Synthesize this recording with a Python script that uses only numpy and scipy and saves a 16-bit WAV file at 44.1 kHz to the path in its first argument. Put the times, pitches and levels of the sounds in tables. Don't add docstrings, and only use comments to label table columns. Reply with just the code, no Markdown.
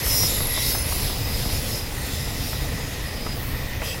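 import sys
import numpy as np
from scipy import signal
from scipy.io import wavfile

SR = 44100
rng = np.random.default_rng(int(sys.argv[2]) if len(sys.argv) > 2 else 0)


def master(y):
    cut = np.clip(np.atleast_2d(y).T, -1, 1)
    pcm = np.round(cut * 32767)
    wavfile.write(sys.argv[1], SR, pcm.astype(np.int16))


N = 176400

# time_s, level_db
RUMBLE_RIDE = [(0, -25), (.4, -28.5), (.75, -28), (1.2, -27.5), (1.38, -25), (1.8, -31), (2.3, -29),
               (2.65, -26.5), (3.2, -31.5), (3.5, -28.5), (4, -32)]
# frequency_hz, density_db
RUMBLE_COLOUR = [(18, 10), (27, 1), (38, 0.5), (55, 1), (80, 2), (100, -1.5), (125, -1.5), (150, -16.5)]
# time_s, level_db
ROAR_RIDE = [(0, -31), (.7, -32.5), (1.45, -32.3), (1.9, -34), (2.7, -34), (3.3, -34), (4, -35)]
# frequency_hz, density_db
ROAR_COLOUR = [(100, -4), (160, -2), (250, -0.5), (370, -7), (490, -2), (600, -8.5), (800, -9), (1100, -12),
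               (1550, -14.5), (2400, -12), (3200, -14), (5000, -16.5), (8300, -25.5), (11000, -24),
               (13500, -24), (16000, -25)]
# time_s, level_db
WHEEL_RIDE = [(0, -34), (.25, -40), (.48, -38.5), (.58, -33), (.75, -37.5), (1.1, -43.5), (1.9, -43),
              (2.1, -39), (2.3, -43), (2.72, -39.5), (2.78, -36.5), (2.88, -39.5), (3.05, -35.5),
              (3.28, -46), (3.55, -38), (3.68, -37), (3.75, -36), (3.82, -38.5), (4, -44)]
# time_s, pitch_hz
WHEEL_GLIDE = [(0, 2005), (.6, 2034), (1.3, 1976), (2.1, 1936), (3, 1905), (4, 1908)]
# pitch_ratio, level_db, width_hz
WHEEL_PARTIALS = [(1, -3, 227), (1.31, -12.5, 200), (1.9, -14.5, 332), (2.22, -20.5, 200)]
# time_s, level_db
HISS_RIDE = [(0.0, -34), (0.03, -43), (0.05, -30.5), (0.18, -28), (0.49, -38.5), (0.69, -28.5), (0.85, -40),
             (0.9, -32.5), (0.96, -35), (1.07, -35.5), (1.12, -41), (1.25, -41.5), (1.41, -35.5),
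             (1.5, -39.5), (1.53, -35.5), (1.66, -39.5), (1.68, -36), (1.78, -38), (1.87, -44.5),
             (2.14, -38), (2.31, -41.5), (2.47, -39), (2.6, -43), (3.8, -54.5), (3.85, -40), (4.0, -48)]
# frequency_hz, density_db
HISS_COLOUR = [(3500, -12), (4500, -10.5), (5200, 1.5), (5700, -1), (6500, -6.5), (7300, -2.5), (8400, -11),
               (9400, -2.5), (10300, -4.5), (11300, -0.5), (12600, -4), (14000, -3), (15000, -10),
               (16000, -6.5)]
# time_s, level_db
RASP_RIDE = [(0, -33.5), (.2, -32.5), (.27, -27), (.38, -31.5), (.47, -34), (.63, -25.5), (.73, -29.5),
             (.82, -36), (.9, -31.5), (1.07, -31.5), (1.15, -38), (1.45, -32.5), (1.56, -30), (1.8, -39.5),
             (1.86, -50), (2.0, -41), (2.11, -32), (2.25, -39), (2.56, -36), (2.7, -41.5), (3.3, -46),
             (3.8, -52), (3.87, -36), (4, -54)]
# frequency_hz, density_db
RASP_COLOUR = [(1500, -35), (2300, -7), (2700, -5.5), (3100, -5), (3750, 3.5), (4300, 0), (5000, 0),
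               (6500, -31)]
# start_s, end_s, mid_pitch_hz,
# level_db, width_hz
SQUEAL_CUES = [ (0.0, .14, 6085, -42, 14), (.02, .2, 5250, -34, 18), (.09, .29, 5141, -27.5, 8),
               (.09, .29, 5655, -31.5, 18), (.12, .27, 9426, -42, 25), (.11, .28, 11779, -38.5, 40),
               (.08, .3, 13227, -40, 40), (.08, .27, 15665, -35, 30), (.03, .36, 5420, -33.5, 600),
               (.02, .24, 13500, -33.5, 260), (-.08, .45, 11300, -34.5, 500), (.3, .78, 11330, -36, 550),
               (.24, .6, 11340, -32.5, 350), (.05, 1.1, 11050, -35.5, 100), (.62, 1.25, 11280, -38.5, 490),
               (.2, .5, 3800, -39, 330), (.24, .42, 7180, -38, 170), (.47, .8, 4920, -41, 140),
               (.63, .87, 5180, -34.5, 80), (.66, .86, 6090, -44, 25), (.63, .85, 15692, -41, 80),
               (.76, .86, 9442, -46, 30), (.76, .86, 13916, -45, 30), (.85, 1.35, 15550, -46, 400),
               (.88, 1.65, 4980, -39.5, 290), (1.18, 1.42, 14350, -42, 420), (1.38, 1.7, 11100, -40.5, 380),
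               (1.68, 1.82, 5200, -38.5, 360), (1.7, 1.9, 4970, -40, 120), (1.88, 2.1, 8200, -58, 400),
               (1.95, 2.5, 7280, -49.5, 350), (2.1, 2.7, 5030, -43, 230), (2.3, 2.62, 5450, -43, 400),
               (2.7, 3.08, 6600, -50, 330), (2.78, 2.9, 5020, -43, 260), (3.04, 3.35, 4985, -43, 22),
               (3.04, 3.42, 4980, -44.5, 150), (2.92, 3.62, 11000, -52, 110), (3.31, 3.55, 15600, -44, 350),
               (3.33, 3.62, 12450, -43.5, 1100), (3.34, 3.85, 14170, -44.5, 550),
               (3.81, 3.98, 2650, -39.5, 250), (3.82, 3.95, 3100, -43, 90), (3.83, 3.95, 3290, -41.5, 110),
               (3.83, 3.96, 4900, -43.5, 120), (3.83, 3.96, 6078, -47.5, 55),
               (3.81, 3.98, 7730, -47.5, 120)]
# start_s, level_db
KNOCK_CUES = [(.064, -25), (.231, -23), (.403, -22.5), (.574, -21.5), (.749, -25), (.921, -24),
              (1.096, -27), (1.269, -26.5), (1.452, -27), (1.978, -36), (2.53, -26), (2.641, -30.5),
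              (3.263, -23.5), (3.37, -31), (3.53, -31), (3.818, -20.5)]
# pitch_hz, level_db, t60_s
BOGIE_MODES = [(310, -16.5, 0.13), (481, -6, 0.059), (637, -6.5, 0.043), (797, -3.5, 0.025),
               (960, -7.5, 0.035), (1128, -7, 0.044), (1270, -4, 0.021), (1730, -10, .02), (1980, -3, .02),
               (2470, -11, 0.0091)]
# peak_s, level_db
THUD_CUES = [(.11, -33), (.24, -28.5), (.41, -26), (.67, -21.5), (1.39, -25), (1.465, -23), (2.46, -33),
             (2.62, -32), (2.745, -23.5), (3.29, -27.5), (3.49, -30)]
# frequency_hz, density_db
THUD_COLOUR = [(70, -16), (120, 4), (200, 8.5), (280, -10.5), (420, -26)]

HISS_TRIM_DB, RASP_TRIM_DB, KNOCK_TRIM_DB, THUD_TRIM_DB = 4, -4.5, -3, -7
WHEEL_FLUTTER_DB, WHEEL_FLUTTER_HZ = 1.66, 12.4
RING_POWER_SHARE, RING_S, RING_WANDERS_PER_S, RING_SPREAD_DB = .31, .26, 60, 1.5
DOPPLER_PER_S = .045
SQUEAL_ATTACK_S, SQUEAL_RELEASE_S, SQUEAL_WAVER, SQUEAL_FLUTTER_DB = .019, .02, .00058, .5
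LOCK_WIDTH_HZ = 43
SIZZLE_FADE = .24
RATTLES_PER_S, RATTLE_DB, RATTLE_SPREAD_DB = 30, -44, 6
CONTACT_S, THUD_WIDTH_S = .0044, .017
CUTOFF_HZ = 15850


def from_db(db):
    return 10 ** (np.asarray(db) / 20)


def unit_rms(x):
    return x / np.sqrt(np.mean(x ** 2) + 1e-20)


def automation(rows):
    return np.interp(np.arange(N) / SR, *np.transpose(rows))


def colour_db(colour, hz):
    points_hz, db = np.transpose(colour)
    return np.interp(np.log(hz), np.log(points_hz), db)


def drift(rate_hz):
    hop = 40
    pole = np.exp(-2 * np.pi * hop * rate_hz / SR)
    white = rng.standard_normal(N // hop + 2002)
    slow = signal.lfilter([1], [1, -2 * pole, pole * pole], white)[2000:]
    return np.interp(np.arange(N) / hop, np.arange(len(slow)), unit_rms(slow))


def noise(colour, low_hz, high_hz, flicker_db, flutter_db, flutter_hz, bands):
    edges = np.geomspace(low_hz, high_hz, bands + 1)
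    white, out = rng.standard_normal((2, N)), 0
    for k, (low, high) in enumerate(zip(edges, edges[1:])):
        band = signal.sosfilt(signal.butter(2, [low, high], "band", fs=SR, output="sos"), white[k % 2])
        out += band * from_db(colour_db(colour, np.sqrt(low * high)) + flicker_db * drift(rate_hz=8.9))
    return unit_rms(out * from_db(flutter_db * drift(flutter_hz)))


def resonance(hz, width_hz):
    lowpass = signal.butter(2, width_hz / 2, fs=SR, output="sos")
    sway = unit_rms(signal.sosfilt(lowpass, rng.standard_normal((2, N))))[:, -len(hz):]
    phase = 2 * np.pi * np.cumsum(hz) / SR
    return sway[0] * np.cos(phase) + sway[1] * np.sin(phase)


def add(out, sound, start_s):
    i = int(start_s * SR)
    part = sound[max(-i, 0):max(N - i, 0)]
    out[max(i, 0):max(i, 0) + len(part)] += part


def rumble():
    bed = noise(RUMBLE_COLOUR, 20, 142.4, flicker_db=.5, flutter_db=1, flutter_hz=15, bands=8)
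    return from_db(automation(RUMBLE_RIDE)) * bed


def rail_roar():
    wash = noise(ROAR_COLOUR, 142.3, 16380, flicker_db=1.5, flutter_db=.62, flutter_hz=25, bands=26)
    return from_db(automation(ROAR_RIDE)) * wash


def wheel_ring():
    pitch = automation(WHEEL_GLIDE)
    ring = sum(from_db(db) * resonance(ratio * pitch, width) for ratio, db, width in WHEEL_PARTIALS)
    return from_db(automation(WHEEL_RIDE) + WHEEL_FLUTTER_DB * drift(WHEEL_FLUTTER_HZ)) * ring


def wheel_shimmer(colour, low_hz, high_hz, count):
    out, t = np.zeros(N), np.arange(int(RING_S * SR)) / SR
    swell = np.sin(np.pi * t / RING_S)
    walks = rng.standard_normal((count, 64))
    for (when, where), steps in zip(rng.random((count, 2)), walks):
        hz = low_hz + (high_hz - low_hz) * where
        phase = 2 * np.pi * hz * t * (1 - DOPPLER_PER_S * t / 2)
        wander = np.interp(t * RING_WANDERS_PER_S, np.arange(len(steps)), np.cumsum(steps))
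        gain = from_db(colour_db(colour, hz) + RING_SPREAD_DB * np.tanh(steps[-1]))
        add(out, gain * swell * np.sin(phase + wander), when * (N / SR + RING_S) - RING_S)
    return unit_rms(out)


def flange_rub():
    plain, ringing = np.sqrt(1 - RING_POWER_SHARE), np.sqrt(RING_POWER_SHARE)
    hiss = plain * noise(HISS_COLOUR, 3836, 16500, flicker_db=2.5, flutter_db=.3, flutter_hz=50, bands=22)
    hiss += ringing * wheel_shimmer(HISS_COLOUR, 4400, 15800, count=900)
    hiss *= from_db(automation(HISS_RIDE) + HISS_TRIM_DB)
    rasp = plain * noise(RASP_COLOUR, 1743, 6080, flicker_db=3.9, flutter_db=1, flutter_hz=30, bands=11)
    rasp += ringing * wheel_shimmer(RASP_COLOUR, 2200, 5000, count=260)
    rasp *= from_db(automation(RASP_RIDE) + RASP_TRIM_DB)
    return hiss + rasp


def squeals():
    out = np.zeros(N)
    for start, end, hz, db, width_hz in SQUEAL_CUES:
        length = end - start
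        t = np.arange(int(length * SR)) / SR
        waver = SQUEAL_WAVER * drift(rate_hz=29)[:len(t)]
        pitch = hz * (1 - DOPPLER_PER_S * (t - length / 2) + waver)
        locked = 1 / (1 + (width_hz / LOCK_WIDTH_HZ) ** 2)
        tone = np.sqrt(2 * locked) * np.sin(2 * np.pi * np.cumsum(pitch) / SR)
        sizzle = np.sqrt(1 - locked) * resonance(pitch, width_hz)
        fade_s = SIZZLE_FADE * length * (1 - locked)
        attack = np.minimum(t / max(SQUEAL_ATTACK_S, fade_s), 1)
        release = np.minimum((length - t) / max(SQUEAL_RELEASE_S, fade_s), 1)
        gain = from_db(db + SQUEAL_FLUTTER_DB * drift(rate_hz=27)[:len(t)])
        add(out, (tone + sizzle) * attack * release * gain, start)
    return out


def bogie_knocks():
    out, t = np.zeros(N), np.arange(SR // 20) / SR
    ticks = rng.random(N) < RATTLES_PER_S / SR
    for hz, mode_db, t60 in BOGIE_MODES:
        radius, angle = from_db(-60 / (t60 * SR)), 2 * np.pi * hz / SR
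        mode = [0, np.sin(angle)], [1, -2 * radius * np.cos(angle), radius * radius]
        rattle = ticks * from_db(RATTLE_DB + RATTLE_SPREAD_DB * rng.standard_normal(N))
        rattle *= rng.choice([-1, 1], N)
        out += from_db(mode_db) * signal.lfilter(*mode, rattle + 1e-18)
        for start, db in KNOCK_CUES:
            grit = rng.standard_normal(len(t)) * np.exp(-t / CONTACT_S)
            ring = signal.lfilter(*mode, np.pad(grit, (0, SR // 10)))
            add(out, from_db(db + mode_db + KNOCK_TRIM_DB) * ring / np.abs(ring).max(), start)
    return out


def body_thuds():
    t = np.arange(N) / SR
    swells = sum(from_db(db + THUD_TRIM_DB) * np.exp(-.5 * ((t - peak_s) / THUD_WIDTH_S) ** 2)
                 for peak_s, db in THUD_CUES)
    return swells * noise(THUD_COLOUR, 76.7, 402, flicker_db=2, flutter_db=2, flutter_hz=22, bands=5)


def scene():
    rolling = rumble() + rail_roar() + wheel_ring()
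    return np.tile(rolling + body_thuds() + flange_rub() + squeals() + bogie_knocks(), (2, 1))


def record(dry):
    return signal.sosfilt(signal.ellip(12, .1, 80, CUTOFF_HZ, fs=SR, output="sos"), dry)


dry = scene()
out = record(dry)
master(out)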